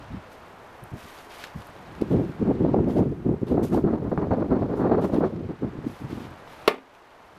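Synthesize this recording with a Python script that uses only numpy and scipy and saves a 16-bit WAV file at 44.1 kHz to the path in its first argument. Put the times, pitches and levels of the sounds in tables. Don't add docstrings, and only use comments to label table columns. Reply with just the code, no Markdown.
import sys
import numpy as np
from scipy import signal
from scipy.fft import rfft, irfft, next_fast_len
from scipy.io import wavfile
from scipy.ndimage import uniform_filter1d, map_coordinates

SR = 44100
rng = np.random.default_rng(int(sys.argv[2]) if len(sys.argv) > 2 else 0)


def put_to_file(sound):
    columns = np.atleast_2d(sound).T
    safe = np.clip(columns, -1, 1)
    whole_steps = np.round(safe * 32767)
    wavfile.write(sys.argv[1], SR, whole_steps.astype(np.int16))


N = 325458

# time in seconds, level in dB.
TOWN_LEVEL = [(0, -47), (2.0, -46), (2.7, -46.5), (3.1, -50.5), (4.0, -53.5), (5.3, -53), (5.9, -47),
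              (6.6, -46), (7.38, -49)]
# time in seconds, buffet in dB, flutter in dB relative to it.
BREEZE_LEVEL = [(0, -42.5, -22), (0.4, -54.5, -24), (0.85, -59, -18), (1.3, -67, -6), (1.95, -42, -17),
                (2.08, -33.5, -27), (2.36, -40, -21), (2.48, -28, -22), (2.6, -25.5, -32),
                (3.15, -29.5, -28), (3.44, -42, -22), (3.7, -27.5, -18), (4.1, -28.5, -18.5),
                (4.7, -25, -10.5), (5.02, -32.5, -8), (5.1, -30, -12), (5.3, -35, -9), (5.56, -45.5, -15),
                (5.74, -35.5, -31), (5.9, -34, -25), (5.96, -53, -22), (6.2, -55, -28), (6.6, -50.5, -23),
                (6.85, -77, -22), (7.2, -85, -26), (7.38, -42, -25)]
# start, rise and length in seconds, buffet in dB, flutter in dB relative to it.
GUSTS = [(0.096, 0.013, 0.078, -33, -32), (0.815, 0.013, 0.028, -43, -35), (0.917, 0.0033, 0.027, -33, -39),
         (1.03, 0.008, 0.015, -45.5, -35), (1.545, 0.0071, 0.044, -36, -34),
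         (1.688, 0.008, 0.015, -47, -37), (2.003, 0.0069, 0.022, -27.5, -6),
         (2.098, 0.015, 0.16, -18, -20.5), (2.285, 0.01, 0.018, -31, -31),
         (2.385, 0.037, 0.051, -19.5, -28), (2.445, 0.028, 0.063, -17, -11.5),
         (2.589, 0.02, 0.13, -18, -17), (2.733, 0.002, 0.01, -21, -5.5), (2.755, 0.014, 0.12, -18, -20.5),
         (2.85, 0.017, 0.096, -23, -11.5), (2.946, 0.047, 0.071, -14, -14),
         (3.053, 0.0074, 0.064, -25.5, -43), (3.245, 0.022, 0.096, -18, -21),
         (3.41, 0.0085, 0.0083, -23.5, -20), (3.462, 0.013, 0.028, -32, -14),
         (3.492, 0.026, 0.096, -17, -17), (3.571, 0.003, 0.022, -21.5, -8.5),
         (3.605, 0.016, 0.047, -21, -16.5), (3.717, 0.0078, 0.077, -17.5, -12),
         (3.835, 0.012, 0.032, -17, -13.5), (3.868, 0.009, 0.09, -21, -9), (3.985, 0.01, 0.013, -33, -26),
         (4.044, 0.0066, 0.03, -25, -8.5), (4.114, 0.002, 0.011, -20.5, -11),
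         (4.175, 0.0016, 0.013, -20.5, -8.5), (4.211, 0.0064, 0.037, -24.5, -6.5),
         (4.265, 0.004, 0.028, -28, -14), (4.306, 0.003, 0.021, -18.5, -2),
         (4.36, 0.0092, 0.095, -25.5, -7.5), (4.499, 0.016, 0.074, -18, -7.5),
         (4.605, 0.012, 0.04, -23.5, -7), (4.699, 0.013, 0.024, -25.5, -9.5),
         (4.765, 0.058, 0.15, -17.5, -5), (4.908, 0.014, 0.043, -19, -3.5),
         (4.962, 0.017, 0.094, -21.5, -7.5), (5.025, 0.006, 0.035, -26, -9),
         (5.118, 0.02, 0.052, -18.5, -8.5), (5.205, 0.0013, 0.038, -20.5, -5),
         (5.235, 0.0079, 0.017, -20, -9.5), (5.317, 0.021, 0.15, -28.5, -28),
         (5.488, 0.0013, 0.025, -28.5, -12), (5.608, 0.024, 0.068, -26, -18.5),
         (5.84, 0.011, 0.014, -35.5, -17), (6.0, 0.0079, 0.025, -36.5, -25),
         (6.036, 0.0027, 0.012, -27.5, -21), (6.097, 0.0068, 0.24, -33.5, -15.5)]
# time in seconds, frequency ratio.
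BUFFET_PITCH = [(0, 0.63), (1.6, 0.68), (2.1, 0.91), (3.2, 0.93), (4.2, 1.0), (5.4, 1.014), (6.3, 0.83)]
# time in seconds, treble gain in dB.
FLUTTER_TREBLE = [(2.8, -16), (3.7, -4), (4.3, -4.5), (5.2, -7), (5.8, 2.5)]
# time in seconds, level in dB, pitch in Hz, width in seconds.
THUMPS = [(1.563, -23.5, 172, 0.0043), (2.0225, -6.5, 324, 0.002), (2.497, -13, 322, 0.0041),
          (2.511, -24, 600, 0.0012), (2.65, -13.5, 596, 0.00098), (2.7448, -4.5, 537, 0.0011),
          (2.969, -18, 587, 0.004), (3.295, -13, 288, 0.0041), (3.433, -10, 270, 0.0025),
          (3.5195, -14, 395, 0.0012), (3.5805, -15.5, 666, 0.0035), (3.748, -16, 800, 0.0029),
          (3.842, -4, 274, 0.0016), (3.8526, -11, 290, 0.002), (3.95, -10, 309, 0.0025),
          (4.13, -12, 497, 0.0018), (4.1768, -10, 659.4, 0.00041), (4.2284, -24, 890, 0.0017),
          (4.3177, -19, 970, 0.0011), (4.271, -21, 557, 0.0018), (4.3855, -13, 450, 0.0013),
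          (4.534, -9, 345, 0.0025), (4.924, -18, 640, 0.0052), (4.928, -9, 342, 0.003),
          (4.974, -11.5, 366, 0.0034), (5.1863, -6.5, 317, 0.0029), (5.209, -20, 495, 0.00097),
          (5.256, -17, 480, 0.001), (5.624, -19, 314, 0.0019), (5.79, -19.5, 220, 0.0014),
          (5.87, -15, 273, 0.0041), (6.131, -17, 258, 0.0032)]
# time in seconds, swish in dB, crunch in dB relative to it,
# crystal ticks in dB.
SHUFFLE = [(0, -71, 14.5, -61), (1.1, -65.5, -4, -52), (1.8, -67, 8, -58), (2.25, -67, 7.5, -57),
           (2.5, -72, 9.5, -58), (2.73, -76, 17.5, -54.5), (2.8, -72, -2, -58), (3.1, -72, 2, -62),
           (4.3, -73, 11.5, -51), (5.0, -74, 15.5, -53), (5.6, -74.5, 12.5, -60), (6.3, -69, 9.5, -56)]
# start, rise and length in seconds, swish in dB,
# crunch in dB relative to it.
STEPS = [(0.292, 0.029, 0.037, -60.5, 4), (0.949, 0.038, 0.3, -56, 5.5), (1.285, 0.032, 0.106, -55, 8),
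         (1.375, 0.036, 0.079, -55.5, 11.5), (1.545, 0.016, 0.12, -62, 2), (2.105, 0.008, 0.01, -59.5, 9),
         (2.867, 0.039, 0.053, -57.5, 4.5), (2.95, 0.039, 0.018, -54.5, 7),
         (3.458, 0.02, 0.063, -61.5, 7.5), (3.622, 0.018, 0.015, -46, -3), (3.71, 0.034, 0.036, -51, 1),
         (4.743, 0.035, 0.056, -62, -4), (5.003, 0.036, 0.05, -55, 2), (5.11, 0.054, 0.025, -54, 7.5),
         (5.24, 0.0097, 0.015, -71.5, 18.5), (5.843, 0.031, 0.2, -61, 3), (6.074, 0.031, 0.18, -60, 7.5),
         (6.443, 0.071, 0.28, -62.5, 7)]
# start in seconds, level in dB, t60 in seconds.
SNAPS = [(1.0273, -40, 0.02), (1.0984, -40, 0.033), (1.186, -38.5, 0.045), (1.439, -22.5, 0.024),
         (1.449, -36, 0.027), (1.471, -36, 0.02), (1.6195, -35, 0.013), (1.764, -46, 0.02),
         (1.951, -40.5, 0.026), (2.013, -36, 0.052), (2.8433, -42, 0.017), (2.9835, -41.5, 0.017),
         (3.6396, -49, 0.026), (3.7292, -38, 0.02), (4.1812, -44, 0.013), (4.3364, -45, 0.015),
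         (4.401, -43, 0.011), (5.1441, -37, 0.02), (5.9902, -40, 0.015), (6.27, -46, 0.012),
         (6.949, -43, 0.06)]
# start in seconds, level in dB.
CLINKS = [(0.839, -42), (1.6707, -43.5), (2.015, -43)]
BOARD_HITS = [(6.677, -11.5)]
# delay in seconds, level in dB.
WALL_ECHOES = [(0.014, -14), (0.025, -18.5), (0.034, -17.5), (0.051, -25), (0.063, -22), (0.073, -38),
               (0.103, -29)]

# frequency in Hz, level in dB, t60 in seconds.
BOARD_MODES = [(263, -15, 0.39), (349, -3.5, 0.063), (383.6, -0.5, 0.13), (428, 2, 0.061), (478, -16, 0.17),
               (592, 0, 0.085), (745, -9, 0.078), (895, -14, 0.22), (1130, 2, 0.045), (1206, -6, 0.13),
               (1300, -4, 0.046), (1527, -19, 0.09), (1758, -5, 0.08), (1820, -9, 0.049), (1930, -13, 0.07),
               (2100, -4, 0.053), (2180, -11, 0.08), (2466, -14, 0.07), (2545, -9, 0.064),
               (2670, -4.5, 0.035), (2745, -10, 0.035), (3010, -11, 0.077), (3194, -16, 0.045),
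               (3440, -9.5, 0.045), (3620, -22, 0.073), (3790, -12, 0.06), (3900, -21, 0.061),
               (4100, -35, 0.028), (4530, -19, 0.04), (5080, -20.5, 0.035), (5480, -16, 0.053)]
BLADE_MODES = [(9300, -11.5, 0.025), (9840, 1, 0.022), (10500, -4, 0.025), (11000, 4, 0.02),
               (11360, 5.5, 0.025), (11900, 1.5, 0.035), (12900, -7.5, .03)]
# frequency in Hz, t60 in seconds.
YARD_DECAY = [(250, 0.23), (1000, 0.081), (3000, 0.16), (10000, 0.035)]
RATTLE_DECAY = [(200, 0.28), (500, 0.24), (1200, 0.17), (3000, 0.22), (6000, 0.15), (12000, 0.16)]

# frequency in Hz, relative spectral level in dB.
TOWN_EQ = [(20, -2), (60, 0.5), (170, -1), (400, 5.5), (650, 7.5), (900, 6.5), (1400, 2.5), (2200, -5),
           (3500, -15), (6000, -25.5), (9000, -30.5), (15000, -75.5)]
RUMBLE_EQ = [(20, -28), (50, 2), (100, 8), (150, 0), (250, -1), (600, -79)]
BREEZE_EQ = [(20, -29), (45, -15.5), (130, 1), (250, -2), (400, -5), (550, -16), (1000, -58), (2000, -80)]
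GUST_EQ = [(20, -54.5), (45, -28), (90, -9.5), (170, 2), (260, 3.5), (420, 0.5), (540, -9), (750, -16.5),
           (1100, -29.5), (2000, -52.5), (5000, -90.5)]
FLUTTER_EQ = [(150, -22), (400, -1), (650, 3), (900, 0.5), (1250, -3.5), (1800, -14), (2600, -28.5),
              (3500, -40.5), (4400, -30.5), (5500, -67.5), (9000, -65)]
CRUNCH_EQ = [(600, -6.5), (1500, -1), (2400, -2.5), (3400, -4), (4600, -9), (6500, -18.5), (9000, -24.5),
             (15000, -51.5)]
FIZZ_EQ = [(3000, 1.5), (6000, 5.5), (8000, 1.5), (10000, 2.5), (12300, 4), (14000, -1.5), (15700, -21)]
CRYSTAL_EQ = [(1000, -35), (2800, -15), (4400, -4.5), (6000, -1.5), (9000, -25), (15000, -41.5)]
STEEL_EQ = [(5000, -25), (7200, -14), (8200, 7), (12500, -1.5), (15000, -11.5)]
RATTLE_EQ = [(100, -6), (170, 5), (320, -3), (500, -1), (800, 6.5), (1000, -5), (1250, -4), (1600, -3),
             (2300, -3), (3200, -11.5), (4500, -19), (7000, -24), (12000, -26), (15500, -45)]
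CRACK_EQ = [(150, -14.5), (400, -6.5), (750, -10.5), (1050, -5), (1450, -5), (2700, -7), (3300, -7),
            (4500, -7), (5600, -19), (7000, -40), (9000, -28), (11500, -21.5), (15500, -23.5)]

TOP_HZ = 15750


def amp(db):
    return 10 ** (np.asarray(db) / 20)


def unit(x):
    return x / np.sqrt(np.mean(x ** 2) + 1e-20)


def along(points, hz):
    knots_hz, values = np.transpose(points)
    return np.interp(np.log(hz + 1), np.log(knots_hz + 1), values)


def curves(rows):
    times, *columns = np.transpose(rows)
    return [np.interp(np.arange(N) / SR, times, column) for column in columns]


def wobble(rate):
    knots = rng.standard_normal(int(N * rate / SR) + 4)
    return map_coordinates(knots, [np.arange(N) * rate / SR])


def filtered(x, response):
    size = next_fast_len(len(x) + 8192)
    return irfft(rfft(x, size) * response(np.fft.rfftfreq(size, 1 / SR)), size)[:len(x)]


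def noise(spectrum, size=N, grain_db=0):
    impulses = rng.standard_normal(size) * amp(grain_db * rng.standard_normal(size))
    return unit(filtered(impulses, lambda hz: amp(along(spectrum, hz))))


def steady_noise(spectrum, size=N):
    x = noise(spectrum, size)
    return x / np.sqrt(np.abs(uniform_filter1d(x ** 2, SR // 33)) + 1e-9)


def varispeed(x, speed):
    return map_coordinates(x, [np.cumsum(speed) % (N - 1)], order=1)


def dying(x, decay):
    hz, t, bands = signal.stft(x, SR, nperseg=256)
    fade = amp(-60 * t / along(decay, hz)[:, None])
    return signal.istft(bands * fade, SR, nperseg=256)[1][:len(x)]


def ring(modes, t, wander_rad_per_root_s=7):
    jitter = rng.standard_normal((len(modes), len(t)))
    drift = wander_rad_per_root_s * np.cumsum(jitter, axis=1) / np.sqrt(SR)
    return sum(amp(db - 60 * t / t60) * np.sin(2 * np.pi * hz * t + phase)
               for (hz, db, t60), phase in zip(modes, drift))


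def add(track, start_s, sound):
    part = track[round(start_s * SR):][:len(sound)]
    part += sound[:len(part)]


def swells(events, bed_db, bed_relative_db, sag_db_per_s, release_db_per_s):
    main, second = amp(bed_db) ** 2, amp(bed_db + bed_relative_db) ** 2
    t = np.arange(SR // 2) / SR
    for start, rise, length, db, relative_db in events:
        fall_db = sag_db_per_s * np.minimum(t, length) + release_db_per_s * np.maximum(t - length, 0)
        power = (np.minimum(t / rise, 1) * amp(db - fall_db)) ** 2
        add(main, start, power)
        add(second, start, power * amp(relative_db) ** 2)
    return 10 * np.log10(main), 10 * np.log10(second)


def town():
    level_db, = curves(TOWN_LEVEL)
    return amp(level_db) * noise(TOWN_EQ)


def breeze(trim_db=-3.5, unrest_db=1.5):
    level_db, flutter_db = curves(BREEZE_LEVEL)
    return level_db + trim_db + unrest_db * wobble(22), flutter_db


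def rumble(flow_db, base_db=-41, reference_flow_db=-28, growth=0.71, lump_db=3.0):
    level_db = base_db + growth * (flow_db - reference_flow_db) + lump_db * wobble(25)
    return amp(level_db) * noise(RUMBLE_EQ)


def buffet(level_db, eddy_db, speed, break_up_db=-43.5):
    gust_share = 1 / (1 + amp(break_up_db - eddy_db) ** 2)
    light = np.sqrt(1 - gust_share) * varispeed(steady_noise(BREEZE_EQ), speed)
    strong = np.sqrt(gust_share) * varispeed(steady_noise(GUST_EQ), speed)
    return amp(level_db) * (light + strong)


def flutter(level_db, corner_hz=890):
    eddies = steady_noise(FLUTTER_EQ)
    dull = filtered(eddies, lambda hz: 1 / (1 + (hz / corner_hz) ** 6))
    treble_db, = curves(FLUTTER_TREBLE)
    return amp(level_db) * (dull + amp(treble_db) * (eddies - dull))


def thumps(trim_db=-1):
    out, t = np.zeros(N), np.arange(-SR // 20, SR // 20) / SR
    for (time, db, hz, width), turn in zip(THUMPS, rng.random(len(THUMPS))):
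        envelope = amp(db + trim_db) / np.cosh(2 * t / width)
        add(out, time + t[0], envelope * np.sin(2 * np.pi * (hz * t + turn)))
    return out


def wind(buffet_db=-0.77, buffet_lump_db=1.9, flutter_db=-2, flutter_lump_db=2.5, lump_octaves=0.13):
    flow_db, eddy_db = swells(GUSTS, *breeze(), sag_db_per_s=44, release_db_per_s=454.5)
    lumps = wobble(110)
    pitch, = curves(BUFFET_PITCH)
    speed = pitch * 2 ** (lump_octaves * lumps)
    return (rumble(flow_db)
            + buffet(flow_db + buffet_db + buffet_lump_db * lumps, eddy_db, speed)
            + flutter(eddy_db + flutter_db + flutter_lump_db * lumps)
            + thumps())


def crackle(grains_per_s=200, centre_hz=3400, spread_octaves=0.6, decay_cycles=4.9, spread_db=4):
    out, t = np.zeros(N), np.arange(SR // 200) / SR
    for pitch, size in rng.standard_normal((int(grains_per_s * N / SR), 2)):
        hz = min(centre_hz * 2 ** (spread_octaves * pitch), TOP_HZ)
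        envelope = amp(spread_db * size) * np.exp(-t * hz / decay_cycles)
        add(out, rng.uniform(0, N / SR), envelope * np.sin(2 * np.pi * hz * t))
    return unit(out)


def crystals(ticks_per_s=35):
    breaks = (rng.random(N) < ticks_per_s / SR) * rng.uniform(1, 10, N)
    return filtered(breaks, lambda hz: amp(along(CRYSTAL_EQ, hz)))


def footsteps(fizz_db=-1.0, crunch_db=-1.25, crackle_db=-12, ticks_db=-3, clump_db=1.57):
    bed_db, bed_crunch_db, crisp_db = curves(SHUFFLE)
    swish_db, weight_db = swells(STEPS, bed_db, bed_crunch_db, sag_db_per_s=13, release_db_per_s=225.5)
    fizz = amp(swish_db + fizz_db) * noise(FIZZ_EQ, grain_db=4.0)
    grains = amp(crunch_db) * noise(CRUNCH_EQ, grain_db=5.5)
    crunch = amp(weight_db) * (grains + amp(crackle_db) * crackle())
    ticks = amp(crisp_db + ticks_db) * crystals()
    return amp(clump_db * wobble(150)) * fizz + amp(clump_db * wobble(90)) * crunch + ticks


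def snaps(trim_db=-6, fizz_db=-14):
    out, t = np.zeros(N), np.arange(SR // 8) / SR
    for start, db, t60 in SNAPS:
        grains = noise(CRUNCH_EQ, len(t)) + amp(fizz_db) * noise(FIZZ_EQ, len(t))
        add(out, start, amp(db + trim_db - 60 * t / t60) * grains)
    return out


def clinks(ring_db=-14, scrape_db=-6, scrape_t60=0.0085, grip_t60=0.024):
    out, t = np.zeros(N), np.arange(SR // 8) / SR
    for start, db in CLINKS:
        scrape = amp(scrape_db - 60 * t / scrape_t60) * noise(STEEL_EQ, len(t))
        choked_ring = amp(ring_db - 60 * t / grip_t60) * ring(BLADE_MODES, t)
        add(out, start, amp(db) * (choked_ring + scrape))
    return out


def yard(x, scatter_db=-17, predelay_s=0.008, dull_hz=2300):
    tail = dying(rng.standard_normal(SR // 2), YARD_DECAY)
    out = np.zeros(N)
    add(out, predelay_s, amp(scatter_db) * signal.fftconvolve(x, tail / np.linalg.norm(tail)))
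    dull = filtered(x, lambda hz: 1 / (1 + 1j * hz / dull_hz))
    for delay, db in WALL_ECHOES:
        add(out, delay, amp(db) * dull)
    return out


def knife_hit(crack_db=-9, crack_t60=0.06, rattle_db=-6.5, blade_db=-23,
              bite_s=0.00037, radiate_hz=235, push_db=-13, push_s=0.0017):
    out, t = np.zeros(N), np.arange(SR // 2) / SR
    open_board = signal.butter(4, radiate_hz, "highpass", fs=SR, output="sos")
    push = amp(push_db) * (1 - t / push_s) * np.exp(-t / push_s)
    attack = 1 - np.exp(-t / bite_s)
    for start, db in BOARD_HITS:
        rattle = amp(rattle_db) * dying(steady_noise(RATTLE_EQ, len(t)), RATTLE_DECAY)
        wood = signal.sosfilt(open_board, (ring(BOARD_MODES, t) + rattle) * attack)
        crack = amp(crack_db - 60 * t / crack_t60) * noise(CRACK_EQ, len(t))
        blade = amp(blade_db) * ring(BLADE_MODES, t)
        add(out, start, amp(db) * (wood + push + crack + blade))
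    return out


def gain_control(x, threshold_db=-20, lag_s=0.0085, recovery_db_per_s=7, sidechain_hz=900):
    sidechain = filtered(x, lambda hz: hz ** 4 / (hz ** 4 + sidechain_hz ** 4))
    level_db = 10 * np.log10(np.abs(uniform_filter1d(sidechain ** 2, SR // 250)) + 1e-12)
    over_db = np.maximum(level_db - threshold_db, 0)
    t = np.arange(N) / SR
    cut_db = np.maximum.accumulate(over_db + recovery_db_per_s * t) - recovery_db_per_s * t
    return x * amp(-np.interp(t - lag_s, t, cut_db))


def scene():
    blow = knife_hit()
    return (blow + yard(blow) + wind() + footsteps() + snaps() + clinks() + town())[None]


def record(dry, ceiling=0.52):
    ducked = gain_control(dry[0])
    clipped = ducked / (1 + np.abs(ducked / ceiling) ** 6) ** (1 / 6)
    return filtered(clipped, lambda hz: 1 / (1 + (hz / TOP_HZ) ** 150))[None]


dry = scene()
out = record(dry)
put_to_file(out)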